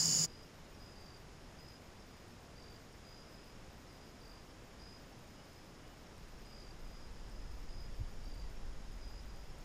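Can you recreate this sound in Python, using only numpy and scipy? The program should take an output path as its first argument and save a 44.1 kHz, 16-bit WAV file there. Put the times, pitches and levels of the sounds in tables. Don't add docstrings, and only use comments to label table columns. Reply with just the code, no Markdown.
import sys
import numpy as np
from scipy import signal
from scipy.fft import rfft, irfft, next_fast_len
from scipy.io import wavfile
from scipy.ndimage import uniform_filter1d

SR = 44100
rng = np.random.default_rng(int(sys.argv[2]) if len(sys.argv) > 2 else 0)


def transcribe(signal):
    frames = np.atleast_2d(signal).T
    limited = np.clip(frames, -1, 1)
    pcm = np.round(limited * 32767).astype(np.int16)
    wavfile.write(sys.argv[1], SR, pcm)


N = 425124
TIME = np.arange(N) / SR
CUT_S, FADE_S = 0.2495, 0.014


def from_db(db):
    return 10 ** (np.asarray(db) / 20)


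def rms_one(x):
    return x / np.sqrt(np.mean(x ** 2) + 1e-20)


def level(rows):
    return from_db(np.interp(TIME, *np.transpose(rows)))


def at_hz(points, hz):
    f, value = np.transpose(points)
    return np.interp(np.log(hz + 1e-9), np.log(f), value)


def noise(shape):
    size = next_fast_len(N)
    hz = np.arange(size // 2 + 1) * SR / size
    spectrum = rfft(rng.standard_normal(size)) * shape(hz)
    return rms_one(irfft(spectrum, size)[:N])


def drift(rate):
    return noise(lambda f: 1 / (1 + (f / rate) ** 2))


def band(hz, width):
    return noise(lambda f: 1 / np.sqrt(1 + (2 * (f - hz) / width) ** 4))


def swell(centre, length):
    out = np.zeros(N)
    a, b = np.searchsorted(TIME, [centre - length / 2, centre + length / 2])
    out[a:b] = np.cos(np.pi * (TIME[a:b] - centre) / length) ** 2
    return out


def add(out, s, sound):
    i = int(np.clip(round(s * SR), 0, N))
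    out[i:i + len(sound)] += sound[:N - i]


def low_pass(x, hz):
    return signal.sosfilt(signal.ellip(12, .1, 70, hz, fs=SR, output="sos"), x)


def strokes(per_s, depth_db, unsteady):
    rate = per_s * (1 + unsteady * drift(12.0))
    phase = 2 * np.pi * np.cumsum(rate) / SR
    return rms_one(from_db(np.sqrt(2) * depth_db * np.sin(phase)))


def syllable(hz, length, rise_hz, arch_hz):
    u = np.linspace(-1, 1, int(length * SR))
    pitch = hz + rise_hz * u - arch_hz * u ** 2 + rng.normal(0, 19)
    envelope = np.sqrt(1 - u ** 2) * np.cos(u)
    return envelope * np.sin(2 * np.pi * (np.cumsum(pitch) / SR + rng.random()))


def trees(x, wet_db, t60):
    t = TIME[:SR // 2]
    tail = rng.standard_normal(len(t)) * from_db(-60 * t / t60) * (t > .003)
    echo = signal.fftconvolve(x, tail / np.linalg.norm(tail))[:N]
    return x + from_db(wet_db) * echo


def stereo(mid, side, likeness):
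    alike = np.clip(likeness, -1, 1)
    return np.sqrt((1 + alike) / 2) * mid + np.sqrt((1 - alike) / 2) * side * np.array([[1], [-1]])


def opening_air():
    # frequency in Hz, relative density in dB per Hz.
    colour = [(25, -19), (60, -13), (115, -0.5), (220, -2), (350, -10), (700, -14), (1400, -17.5),
              (3800, -19), (8000, -14), (10400, -15), (11500, -22), (15500, -23.5)]
    # frequency in Hz, left-right likeness from 0 to 1.
    likeness = [(130, 0.986), (290, 0.81), (640, .08), (1400, .02), (3100, .45), (7000, 1), (12000, 1)]

    def side_gain(f):
        alike = np.clip(at_hz(likeness, f), 0, 1)
        return from_db(at_hz(colour, f)) * np.sqrt((1 - alike) / (1 + alike))

    mid = noise(lambda f: from_db(at_hz(colour, f)))
    side = noise(side_gain)
    return from_db(-43.5) * mid + from_db(-52.0) * side * np.array([[1], [-1]])


def engine():
    drone_hz, peak_db, beat_s = 161.5, -42, 0.144
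    beats = np.abs(np.sin(np.pi * TIME / beat_s))
    pitch = drone_hz + 1.5 * drift(13.7)
    return from_db(peak_db) * beats * np.sin(2 * np.pi * np.cumsum(pitch) / SR)


def trillers():
    # pitch in Hz, rms level in dB, syllables per second.
    trills = [(2960, -62, 45), (4570, -51.5, 61), (4940, -51.5, 52), (4960, -53, 43), (5650, -61, 60)]
    out = 0
    for hz, db, per_s in trills:
        pitch = hz + 10 * drift(30)
        tone = np.sqrt(2) * np.sin(2 * np.pi * np.cumsum(pitch) / SR)
        out = out + from_db(db) * tone * strokes(per_s, 2.9, 0.044)
    return out


def wing_chorus():
    # centre in Hz, width in Hz, level in dB, wing strokes per second,
    # rms throb depth in dB (the sign sets the phase), left-right likeness.
    wing_bands = [(2960, 220, -59, 45, -1, 0.75), (4640, 320, -46.5, 60, -5, 0.55),
                  (5000, 460, -41, 50, 1, 0.82), (5480, 370, -43, 88, 5, 1), (6000, 450, -54.5, 79, 2, .8),
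                  (6570, 390, -40, 85, 0.5, 0.88), (6970, 330, -37.5, 88, 1, 0.94),
                  (7330, 530, -46, 36, 9, 0.92)]
    out = 0
    for hz, width, db, per_s, depth_db, likeness in wing_bands:
        wings = band(hz, width)
        out = out + from_db(db) * stereo(wings, wings[::-1], likeness) * strokes(per_s, depth_db, 0.204)
    return out


def rasps():
    first_s, period_s = .0115, 0.023
    pitch_hz, peak_db, spread_db = 6960, -28.5, 2
    out = np.zeros(N)
    for s in np.arange(first_s, CUT_S, period_s):
        gain = from_db(rng.normal(peak_db, spread_db))
        stroke = syllable(rng.normal(pitch_hz, 110), 0.0053, -220, 60)
        add(out, s - .003, gain * stroke)
    return out


def opening():
    close = rasps()
    add(close, 0, from_db(-28.5) * syllable(4990, .016, -50, 60))
    insects = trillers() + wing_chorus() + close
    lean_right = from_db([[-.45], [.45]])
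    return opening_air() + engine() + insects * lean_right


def forest_air():
    # frequency in Hz, relative density in dB per Hz.
    colour = [(20, 3.5), (45, 0), (80, -2.5), (160, -5), (300, -8.5), (550, -12), (1000, -16),
              (2000, -20.5), (4000, -26), (6000, -28), (8000, -34.5), (10500, -37.5), (12500, -40.5),
              (15500, -45)]
    wash = noise(lambda f: from_db(at_hz(colour, f)) * f / np.hypot(f, 14))
    return from_db(-55.0) * wash * from_db(0.09 * drift(6.8))


def keenness():
    calm_db, keen_db = -.5, 1
    start_s, rise_s = 6, 1.6
    return level([(start_s, calm_db), (start_s + rise_s, keen_db)])


def cricket(chirps, period, length, rise_hz, arch_hz, start_db, start_hz, uneven_db):
    out = np.zeros(N)
    for s, count, hz, db in chirps:
        for k in range(int(round(count))):
            onset = np.exp(-2 * k)
            gain = from_db(db + start_db * onset + rng.normal(0, uneven_db))
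            add(out, s + k * period, gain * syllable(hz - start_hz * onset, length, rise_hz, arch_hz))
    return out


def pipper():
    first_s, period_s, length_s = .4276, .31286, .017
    pitch_hz, pitch_spread_hz = 5450, 45
    peak_db, spread_db = -64.5, 0.5
    out = np.zeros(N)
    for s in np.arange(first_s, TIME[-1], period_s):
        gain = from_db(rng.normal(peak_db, spread_db))
        add(out, s, gain * syllable(rng.normal(pitch_hz, pitch_spread_hz), length_s, -23, 15))
    return out * keenness()


def crickets():
    # start in seconds, number of syllables, pitch in Hz, nominal peak level in dB.
    arched_chirps = [(.258, 10, 4960, -58), (1.585, 10, 5030, -57.5), (3.047, 10, 4950, -57.5),
                     (4.795, 10, 4990, -56.5), (6.450, 10, 5000, -59), (7.686, 10, 5000, -58),
                     (9.025, 10, 4965, -59.5)]
    rising_chirps = [(.960, 11, 4760, -58), (2.558, 11, 4760, -58), (4.212, 9, 4800, -58.5),
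                     (6.524, 10, 4750, -59), (8.234, 11, 4750, -58.5)]
    far_chirps = [(0.799, 11, 4980, -62), (1.97, 11, 4900, -71), (3.262, 13, 5050, -64),
                  (3.889, 11, 4940, -67), (5.28, 10, 5050, -68), (5.5, 11, 5100, -67),
                  (6.847, 12, 4960, -66.5), (7.149, 12, 4880, -70), (7.357, 12, 5060, -66),
                  (7.9, 14, 4710, -73), (8.912, 10, 5030, -65), (9.276, 11, 4970, -67)]
    arched = cricket(arched_chirps, period=.0187, length=0.012, rise_hz=-35, arch_hz=100,
                     start_db=-2.0, start_hz=70, uneven_db=0.7)
    rising = cricket(rising_chirps, period=.0201, length=0.011, rise_hz=140, arch_hz=-30,
                     start_db=-2.5, start_hz=70, uneven_db=1.2)
    far = cricket(far_chirps, period=.0194, length=0.014, rise_hz=-92, arch_hz=40,
                  start_db=1, start_hz=20, uneven_db=2.0)
    near = arched + rising + pipper()
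    return trees(near, wet_db=-8, t60=0.25) + trees(far, wet_db=-3, t60=.2)


def tick_rows():
    # time in seconds, nominal peak level in dB.
    clear_ticks = [(1.1751, -63), (2.2811, -64), (2.4058, -62), (3.7806, -63), (4.281, -64), (5.5322, -65),
                   (6.1797, -61), (6.2855, -63), (6.4635, -60), (7.807, -62), (8.2435, -60), (8.3453, -62),
                   (8.4989, -62), (9.585, -60)]
    tries_per_s, weak_db, rest_s = 9.4, -65, .07
    rows = list(clear_ticks)
    for s in rng.uniform(CUT_S, TIME[-1], int(tries_per_s * TIME[-1])):
        if all(abs(s - other) > rest_s for other, db in rows):
            rows.append((s, weak_db))
    return rows


def katydids():
    # centre in Hz, width in Hz, level in dB before keenness,
    # wing strokes per second, rms throb depth in dB (the sign sets the phase).
    far_insects = [(5030, 533, -74, 52, -0.5), (5490, 290, -80, 37, 0.5), (6770, 790, -77, 37, 1),
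                   (8450, 800, -95, 20, 7.5), (10250, 400, -88, 88, 10)]
    # centre in Hz, width in Hz, level in dB before its unsteadiness.
    treble_bands = [(13300, 300, -82.5), (14700, 1300, -85)]
    trills = sum(from_db(db) * band(hz, width) * strokes(per_s, depth_db, 0.0089)
                 for hz, width, db, per_s, depth_db in far_insects)
    rows = tick_rows()
    unsteady = np.minimum(sum(swell(s + 0.027, 0.085) for s, db in rows), 1) ** .25
    treble = sum(from_db(db) * band(hz, width) for hz, width, db in treble_bands)
    treble_hiss = treble * (unsteady + .1) * strokes(105, 2, .05)
    tick_gain = sum(from_db(db - 4.5) * swell(s + .001, 0.0056) for s, db in rows)
    return trills * keenness() + treble_hiss + tick_gain * band(8800, 1100)


def bird():
    # start in seconds, length in seconds, pitch in Hz, peak level in dB before the echo.
    whistles = [(0.59, 0.05, 3060, -71), (5.35, 0.08, 2948, -72.5), (5.43, .09, 3050, -74),
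                (5.804, 0.15, 2950, -74.5)]
    notes = np.zeros(N)
    for s, length, hz, db in whistles:
        add(notes, s, from_db(db) * syllable(hz, length, 30, 42.3))
    return trees(notes, wet_db=1, t60=.3)


def draw_effort():
    start_s, full_draw_s, hold_s = 5.8, 7.7, 0.88
    full_draw_db, strain_db_per_s, settle_db_per_s = -44, 9, 6
    strain_db = strain_db_per_s * np.minimum(TIME - full_draw_s, 0)
    settle_db = settle_db_per_s * np.maximum(TIME - full_draw_s - hold_s, 0)
    fade_in = np.clip((TIME - start_s) / .5, 0, 1)
    return from_db(full_draw_db + strain_db - settle_db) * fade_in


def mount():
    # frequency in Hz, relative density in dB per Hz.
    colour = [(12, 3.5), (33, -1.5), (48, -5), (70, -14.5), (110, -23), (200, -28), (500, -64)]
    # centre in seconds, pitch in Hz, peak level in dB, length in seconds.
    bumps = [(6.842, 28, -45, 0.14), (7.703, 26, -34, 0.068), (8.013, 102, -36, 0.043),
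             (8.019, 54.7, -38, .09), (8.28, 28, -36, 0.082), (8.494, 29.8, -36, 0.11),
             (8.652, 24.4, -42, 0.22)]
    shake = noise(lambda f: from_db(at_hz(colour, f)) * f / np.hypot(f, 10) / (1 + (f / 600) ** 2))
    local_power = uniform_filter1d(shake ** 2, SR // 12)
    rumble = rms_one(shake / np.sqrt(local_power + .05))
    knocks = sum(from_db(db) * swell(s, length) * -np.cos(2 * np.pi * hz * (TIME - s - .01))
                 for s, hz, db, length in bumps)
    return draw_effort() * rumble + knocks


def scene():
    woods = low_pass(forest_air() + crickets() + katydids() + bird() + mount(), 15300)
    after = np.clip((TIME - CUT_S) / FADE_S, 0, 1)
    return (1 - after) * opening() + after * woods


def record(dry):
    return low_pass(dry, 15800)


dry = scene()
out = record(dry)
transcribe(out)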